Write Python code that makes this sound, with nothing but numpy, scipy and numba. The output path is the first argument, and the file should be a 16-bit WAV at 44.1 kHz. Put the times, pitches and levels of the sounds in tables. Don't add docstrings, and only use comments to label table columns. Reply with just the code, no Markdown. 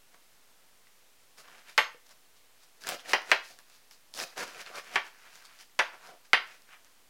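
import sys
import numpy as np
from scipy import signal
from scipy.fft import rfft, irfft
from scipy.io import wavfile
from numba import njit

SR = 44100
rng = np.random.default_rng(int(sys.argv[2]) if len(sys.argv) > 2 else 0)


def store_wav(level_fs):
    pcm = np.round(np.clip(np.atleast_2d(level_fs), -1, 1) * 32767)
    wavfile.write(sys.argv[1], SR, pcm.T.astype(np.int16))


N = 312669


def undb(db):
    return 10 ** (np.asarray(db) / 20)


def unit(x):
    return x / np.sqrt(np.mean(x ** 2))


def add(out, start, x):
    i = int(start * SR)
    out[i:i + len(x)] += x[:N - i]


def colour(x, table):
    hz, db = np.transpose(table)
    grid = np.maximum(np.arange(1025) * SR / 2048, 1)
    gain_db = np.interp(np.log(grid), np.log(hz), db)
    cepstrum = irfft(np.log(undb(gain_db)))
    cepstrum[1:1024] *= 2
    cepstrum[1025:] = 0
    response = irfft(np.exp(rfft(cepstrum)))[:1024]
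    return signal.fftconvolve(x, response)[:len(x)]


def burst(table, t60, size):
    t = np.arange(size) / SR
    x = colour(rng.standard_normal(size) * 1000. ** (-t / t60), table)
    return x / np.abs(x).max()


def ring(modes, scatter_db, size):
    t = np.arange(size) / SR
    chance = rng.standard_normal((len(modes), 2))
    total = np.zeros(size)
    for (sign, scatter), (hz, db, t60) in zip(chance, modes):
        gain = np.sign(sign) * undb(db + scatter_db * scatter)
        total += gain * np.sin(2 * np.pi * hz * t) * 1000. ** (-t / t60)
    return total


@njit
def gliding_bandpass(x, hz, sharp):
    y, band, low, damping = np.empty(len(x)), 0., 0., 1 / sharp
    for i in range(len(x)):
        g = np.tan(np.pi * hz[i] / SR)
        v = (band + g * (x[i] - low)) / (1 + g * (g + damping))
        band, low, y[i] = 2 * v - band, low + 2 * g * v, damping * v
    return y


# (frequency [Hz], relative level [dB])
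HISS_SPECTRUM = [(12, -55.5), (20, -4.5), (27, -31.5), (293, -20.5), (337, -24), (377, -20.5), (527, -19.5),
                 (590, -20), (1530, -20.5), (2750, -21.5), (5680, -24), (13500, -27.5), (16000, -30)]
HISS_DB = -63.5


def microphone_hiss():
    return undb(HISS_DB) * unit(colour(rng.standard_normal(N), HISS_SPECTRUM))


# (centre frequency [Hz], decay time t60 [s], initial level [dB])
ROOM_BANDS = [(217, 0.19, -3.5), (496, 0.29, -2), (1067, 0.29, -2), (2000, 0.3, -5.5), (3400, 0.29, -2),
              (5400, 0.28, -0.5), (8000, 0.096, 1.5), (13850, 0.18, 3.5)]
ROOM_DB = -6


def room(x):
    t = np.arange(int(.5 * SR)) / SR
    octaves = np.log2(np.fft.rfftfreq(len(t), 1 / SR) + 1)
    centres = np.log2([hz for hz, _, _ in ROOM_BANDS])
    tail = np.zeros(len(t))
    for k, (_, t60, db) in enumerate(ROOM_BANDS):
        share = np.sqrt(np.interp(octaves, centres, np.arange(len(ROOM_BANDS)) == k))
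        band = irfft(rfft(rng.standard_normal(len(t))) * share, len(t))
        tail += undb(db) * band * 1000. ** (-t / t60)
    tail *= np.clip((t - .002) / 0.005, 0, 1)
    tail /= np.sqrt(np.sum(tail ** 2))
    return undb(ROOM_DB) * signal.fftconvolve(x, tail)[:N]


def crackle(rate, spread_db, bed):
    chance = rng.random((2, N))
    sizes = undb(-spread_db * np.log(chance[1] + 1e-9))
    clicks = (chance[0] < rate / SR) * sizes
    signed = unit(clicks) * rng.standard_normal(N)
    return unit(signed + bed * rng.standard_normal(N))


# (time of full strength [s], rise [s], hold [s], fall [s], flesh level [dB],
#  crispness re flesh [dB], depth re flesh [dB], leaf pitch [Hz])
TEARS = [(.142, 0.018, 0.0028, 0.037, -57.5, -9, -5, 1266), (1.38, .015, 0.024, 0.054, -58, 3, -5, 1257),
         (1.446, .03, .01, .04, -58, -13, -6, 1580), (1.48, .03, 0.11, 0.092, -57, -7, -9, 1419),
         (1.691, 0.064, 0.0023, 0.077, -52, -3, -13.5, 1898), (2.065, .012, .003, .015, -70, 10, -12, 1400),
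         (2.116, .06, 0.003, 0.022, -60.5, 4, -7, 1510), (2.37, .05, 0.0022, 0.032, -75, 10.5, -18, 1603),
         (2.637, 0.048, 0.0027, .03, -65, 6.5, -26, 1560), (2.812, .015, .02, .05, -62, 7.5, -17, 1560),
         (2.884, 0.071, 0.061, 0.035, -42, -2.5, -2.5, 1650),
         (3.003, 0.045, 0.003, .035, -53, -2, -14, 1917), (3.056, 0.026, 0.003, .04, -50, -7, -4, 1750),
         (3.094, 0.046, 0.026, 0.027, -42, -0.9, -5, 1880),
         (3.306, 0.088, 0.0026, .021, -43.5, -4, -4.5, 1630), (3.445, .03, 0.058, .08, -64.5, 9, -11, 1700),
         (3.506, .03, .003, 0.076, -60, 4, 1, 1650), (3.596, .025, 0.003, .03, -61.5, -1, -15, 1468),
         (3.745, .14, 0.003, 0.12, -65.5, 4, -9.5, 1710),
         (3.926, 0.041, 0.004, .06, -68.5, 10.5, -18, 1533), (4.15, 0.013, .02, .05, -53.5, 8, 1, 1010),
         (4.194, 0.052, .045, 0.015, -44.5, 3.5, -1.5, 1423),
         (4.272, .021, 0.003, 0.16, -59.5, 3, -11, 1664), (4.331, .05, 0.003, .021, -59, -9, -2, 1513),
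         (4.375, 0.018, .06, 0.039, -38.5, -4.5, -4, 1464),
         (4.473, 0.023, 0.019, 0.16, -48.5, -4.5, -6.5, 1410),
         (4.56, 0.017, 0.022, .06, -55.5, -2, 2, 1480), (4.612, 0.1, 0.003, 0.032, -42.5, -5, -11.5, 1749),
         (4.671, 0.046, 0.003, .08, -47.5, -7, -11.5, 1798),
         (4.705, 0.045, 0.0082, 0.03, -53.5, -14, 0, 1380), (4.754, .015, .003, .08, -45, -4, -11, 1400),
         (4.786, 0.1, 0.003, 0.032, -40.5, -6.5, -6, 1490), (4.863, .12, 0.025, .05, -54, -5, -9.5, 1900),
         (4.951, 0.095, 0.003, .021, -42, -5.5, -7, 1608),
         (5.049, 0.038, 0.033, 0.066, -55.5, -3.5, -15, 1600),
         (5.189, 0.19, 0.37, .11, -61, -5.5, -17, 1588), (5.27, 0.11, 0.003, 0.065, -57, -11, -11, 1636),
         (5.352, .08, 0.003, 0.092, -58.5, 2.5, -10.5, 1607),
         (5.453, .06, 0.0031, .06, -70.5, 10.5, -17, 1489), (5.608, .06, 0.003, .05, -54.5, 2.5, -32, 1875),
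         (5.93, 0.026, 0.003, 0.1, -50, -13, -6.5, 1165), (6.05, 0.13, 0.033, .08, -51.5, -7, -11.5, 1100),
         (6.1, 0.055, 0.014, 0.042, -50.5, -19, -3, 800), (6.136, .06, 0.003, .05, -57, -17, 0.5, 718),
         (6.252, .015, 0.003, .03, -63, -1, -27, 1590), (6.469, 0.019, 0.083, .07, -59, -4, -9.5, 1822),
         (6.692, .02, 0.023, 0.065, -64.5, -6, -21, 1700),
         (6.736, 0.082, 0.003, 0.061, -52, -11.5, -21.5, 1650),
         (6.868, 0.087, 0.003, 0.043, -70.5, -3, -21, 1826)]
# (frequency [Hz], relative level [dB])
FLESH = [(380, -40.5), (650, 6), (1110, 1), (1550, 4), (1920, 2), (2260, 2.5), (3600, 1.5), (4680, -49.5),
         (7920, -120)]
CRISP = [(2120, -19), (3600, -4.5), (4860, -2.5), (6550, -6), (9240, -13), (9890, -11), (12900, -18),
         (15100, -21.5), (16000, -19)]
DEEP = [(35, -47), (60, -22), (238, -9), (312, -11.5), (367, -5), (519, -2), (800, 2), (1040, -43),
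        (1760, -120)]
SWELL_DB = 25


def tearing():
    t, powers = np.arange(N) / SR, np.zeros((3, N))
    for start, rise, hold, fall, flesh_db, crisp_db, deep_db, _ in TEARS:
        near = slice(int((start - 2 * rise) * SR), int((start + hold + 2 * fall) * SR))
        before = (start - t[near]) / rise
        after = (t[near] - start - hold) / fall
        away = np.maximum(np.maximum(before, after), 0)
        layers_db = np.array([[0], [crisp_db], [deep_db]])
        powers[:, near] += undb(flesh_db - SWELL_DB * away + layers_db) ** 2
    flesh_gain, crisp_gain, deep_gain = np.sqrt(powers)

    cells = crackle(rate=1600.0, spread_db=1.0, bed=0.66)
    fine = crackle(rate=1800., spread_db=2.1, bed=.6)
    rows = np.array(TEARS)
    leaf_hz = np.interp(t, rows[:, 0], rows[:, -1])
    flesh = colour(cells, FLESH)
    resonant = gliding_bandpass(gliding_bandpass(flesh, leaf_hz, 0.61), leaf_hz, 0.61)
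    flesh = unit(0.41 * flesh + resonant)
    crisp = unit(colour(0.54 * cells + fine, CRISP))
    deep = unit(colour(cells, DEEP))
    return flesh_gain * flesh + crisp_gain * crisp + deep_gain * deep


# (time [s], overall level [dB], ring frequency [Hz], click level re overall [dB])
SNAPS = [(0.8704, -44, 1970, -9), (1.3738, -51, 1180, 5), (1.483, -37.5, 1130, -19),
         (1.6837, -42, 1760, -7), (1.946, -40.5, 482, -27), (2.0925, -45, 5870, -3),
         (2.1101, -46, 4600, -3), (2.8379, -31.5, 1600, 1.5), (2.8473, -32, 1720, -14),
         (2.8705, -22, 1630, 2), (2.8784, -27.5, 5060, 2), (2.8898, -14, 4930, 1), (2.896, -28, 2480, 1),
         (2.9951, -31, 3230, -14), (3.0587, -31, 1880, -13), (3.219, -32, 6000, -3),
         (3.269, -43, 1990, -12.5), (3.5888, -40, 1750, 5.5), (3.699, -40, 4970, -1),
         (3.911, -33.5, 5270, -7.5), (4.1397, -33, 5350, 6.5), (4.1755, -23.5, 5650, -4),
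         (4.3036, -45, 1530, -3), (4.1894, -16.5, 5540, -9), (4.2, -14, 4950, -15),
         (4.2125, -24, 1820, -13), (4.237, -22.5, 2500, -12), (4.5468, -32, 2620, -14),
         (4.6628, -26.5, 4270, -15), (4.7455, -32, 1320, -15), (5.1477, -43, 1830, -9),
         (5.2625, -43, 1590, -5), (5.4236, -42, 1590, -3), (5.4484, -43, 1200, -10), (5.453, -37, 8600, 0),
         (5.459, -42, 8000, 1), (5.5894, -42.5, 4470, 4.5), (5.6149, -43, 1700, 0),
         (5.6294, -43, 1870, -10), (5.697, -50, 2000, -7.5), (6.621, -45, 5220, 1.5),
         (6.6904, -40, 1550, -13), (6.847, -45, 6140, -0.5)]


def snaps():
    out, t = np.zeros(N), np.arange(1500) / SR
    for start, db, hz, click_db in SNAPS:
        tone = np.sin(2 * np.pi * hz * t) * np.exp(-t * hz / 3.9)
        click = undb(click_db) * burst(CRISP, 0.0023, size=1500)
        rustle = 0.22 * burst(FLESH, 0.022, size=1500)
        add(out, start, undb(db) * (0.47 * tone + click + rustle))
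    return out


# (frequency [Hz], relative level [dB], decay time t60 [s])
BOARD_MODES = [(460, -9, .04), (670, -8, .03), (850, -5, .025), (1010, -4, .025), (1250, -4, .02),
               (1440, -2, .02), (1600, -1, .02), (1810, 0, .02), (2200, -3, .015), (2460, -2, .015),
               (2820, -2, .015), (3150, -4, .012)]
# (frequency [Hz], relative level [dB])
KNOCK_SPECTRUM = [(530, -39.5), (900, -5.5), (1280, -5.5), (1890, 0.5), (2400, -4), (3100, -8.5),
                  (3700, -17.5), (5000, -29), (8400, -74)]


def knock(clack_db):
    board = ring(BOARD_MODES, 1.1, size=8000)
    clack = colour(np.arange(8000) == 0, KNOCK_SPECTRUM)
    rattle = 0.4 * burst(KNOCK_SPECTRUM, 0.11, size=8000)
    return undb(clack_db) * clack / np.abs(clack).max() + rattle + board / np.abs(board).max() / 6


# (time [s], overall level [dB], edge tick [dB], glint [dB], thud [dB],
#  blade ring re tick [dB], second contact delay [s], second contact [dB], clack hardness [dB],
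#  brightness [dB per octave]); tick, glint, thud and second contact are relative to overall
CHOPS = [(1.778, -10.5, -5, -17, -11, -26, 0.00086, 8.5, -13.5, 1.3),
         (3.1334, -7, -5.5, -21, -13.5, -65, 0.0026, -0.7, -1.3, -1),
         (3.3157, -8.5, -4, -15.5, -12, -74, 0.0013, 7, 0.7, 1),
         (4.957, -10.5, -9.5, -21, -14.5, -55, 0.0014, 4.5, -3.5, -0.6),
         (5.791, -7, -8.5, -20, -16.5, -41, 0.002497, 0.7, -7, -0.3),
         (6.3323, -7, -8, -20, -11.5, -63.5, 0.001134, 5.5, 0.5, 2)]
# (frequency [Hz], relative level [dB], decay time t60 [s])
BLADE_MODES = [(6420, 0, .2), (7550, -5, .2), (8400, -2, .12), (11380, -5, .16), (12400, -11, .1),
               (14000, -14, .1), (15600, -12, .1)]
# (frequency [Hz], relative level [dB])
TICK = [(2240, -24), (3800, -1.5), (5000, 0), (7200, -11.5), (9800, -16.5), (13200, -34), (16000, -41)]
GLINT = [(5500, -32.5), (8000, -5.5), (10500, -0.5), (13000, -5.5), (16000, -7.5)]
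THUD = [(71, -45), (120, -32.5), (436, -6), (611, -3.5), (900, -2), (1170, -45), (1980, -120)]


def chops():
    out = np.zeros(N)
    for start, db, tick_db, glint_db, thud_db, blade_db, lag, second_db, clack_db, bright_db in CHOPS:
        tick = burst(TICK, 0.0023, size=9000)
        chatter = 0.5 * burst(TICK, 0.048, size=9000)
        singing = undb(blade_db) * ring(BLADE_MODES, 1.8, size=9000)
        add(out, start, undb(db + tick_db) * (tick + chatter + singing))
        add(out, start, undb(db + thud_db) * burst(THUD, 0.089, size=9000))
        add(out, start, undb(db + glint_db) * burst(GLINT, 0.0028, size=1500))
        tilt = [(425, -2 * bright_db), (6800, 2 * bright_db)]
        add(out, start, -undb(db) * colour(knock(clack_db), tilt))
        add(out, start + lag, undb(db + second_db) * colour(knock(clack_db), tilt))
    return out


BASS_CUT_HZ = 120


def scene():
    bass_cut = signal.butter(3, BASS_CUT_HZ, "high", fs=SR, output="sos")
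    near = signal.sosfilt(bass_cut, tearing() + snaps() + chops())
    return (near + room(near) + microphone_hiss())[None]


TOP_HZ = 15900
OFFSET = .0008


def record(dry):
    rounded = dry / (1 + np.abs(dry / .98) ** 4) ** .25
    top_cut = signal.ellip(10, .2, 60, TOP_HZ, fs=SR, output="sos")
    return signal.sosfilt(top_cut, rounded) + OFFSET


dry = scene()
out = record(dry)
store_wav(out)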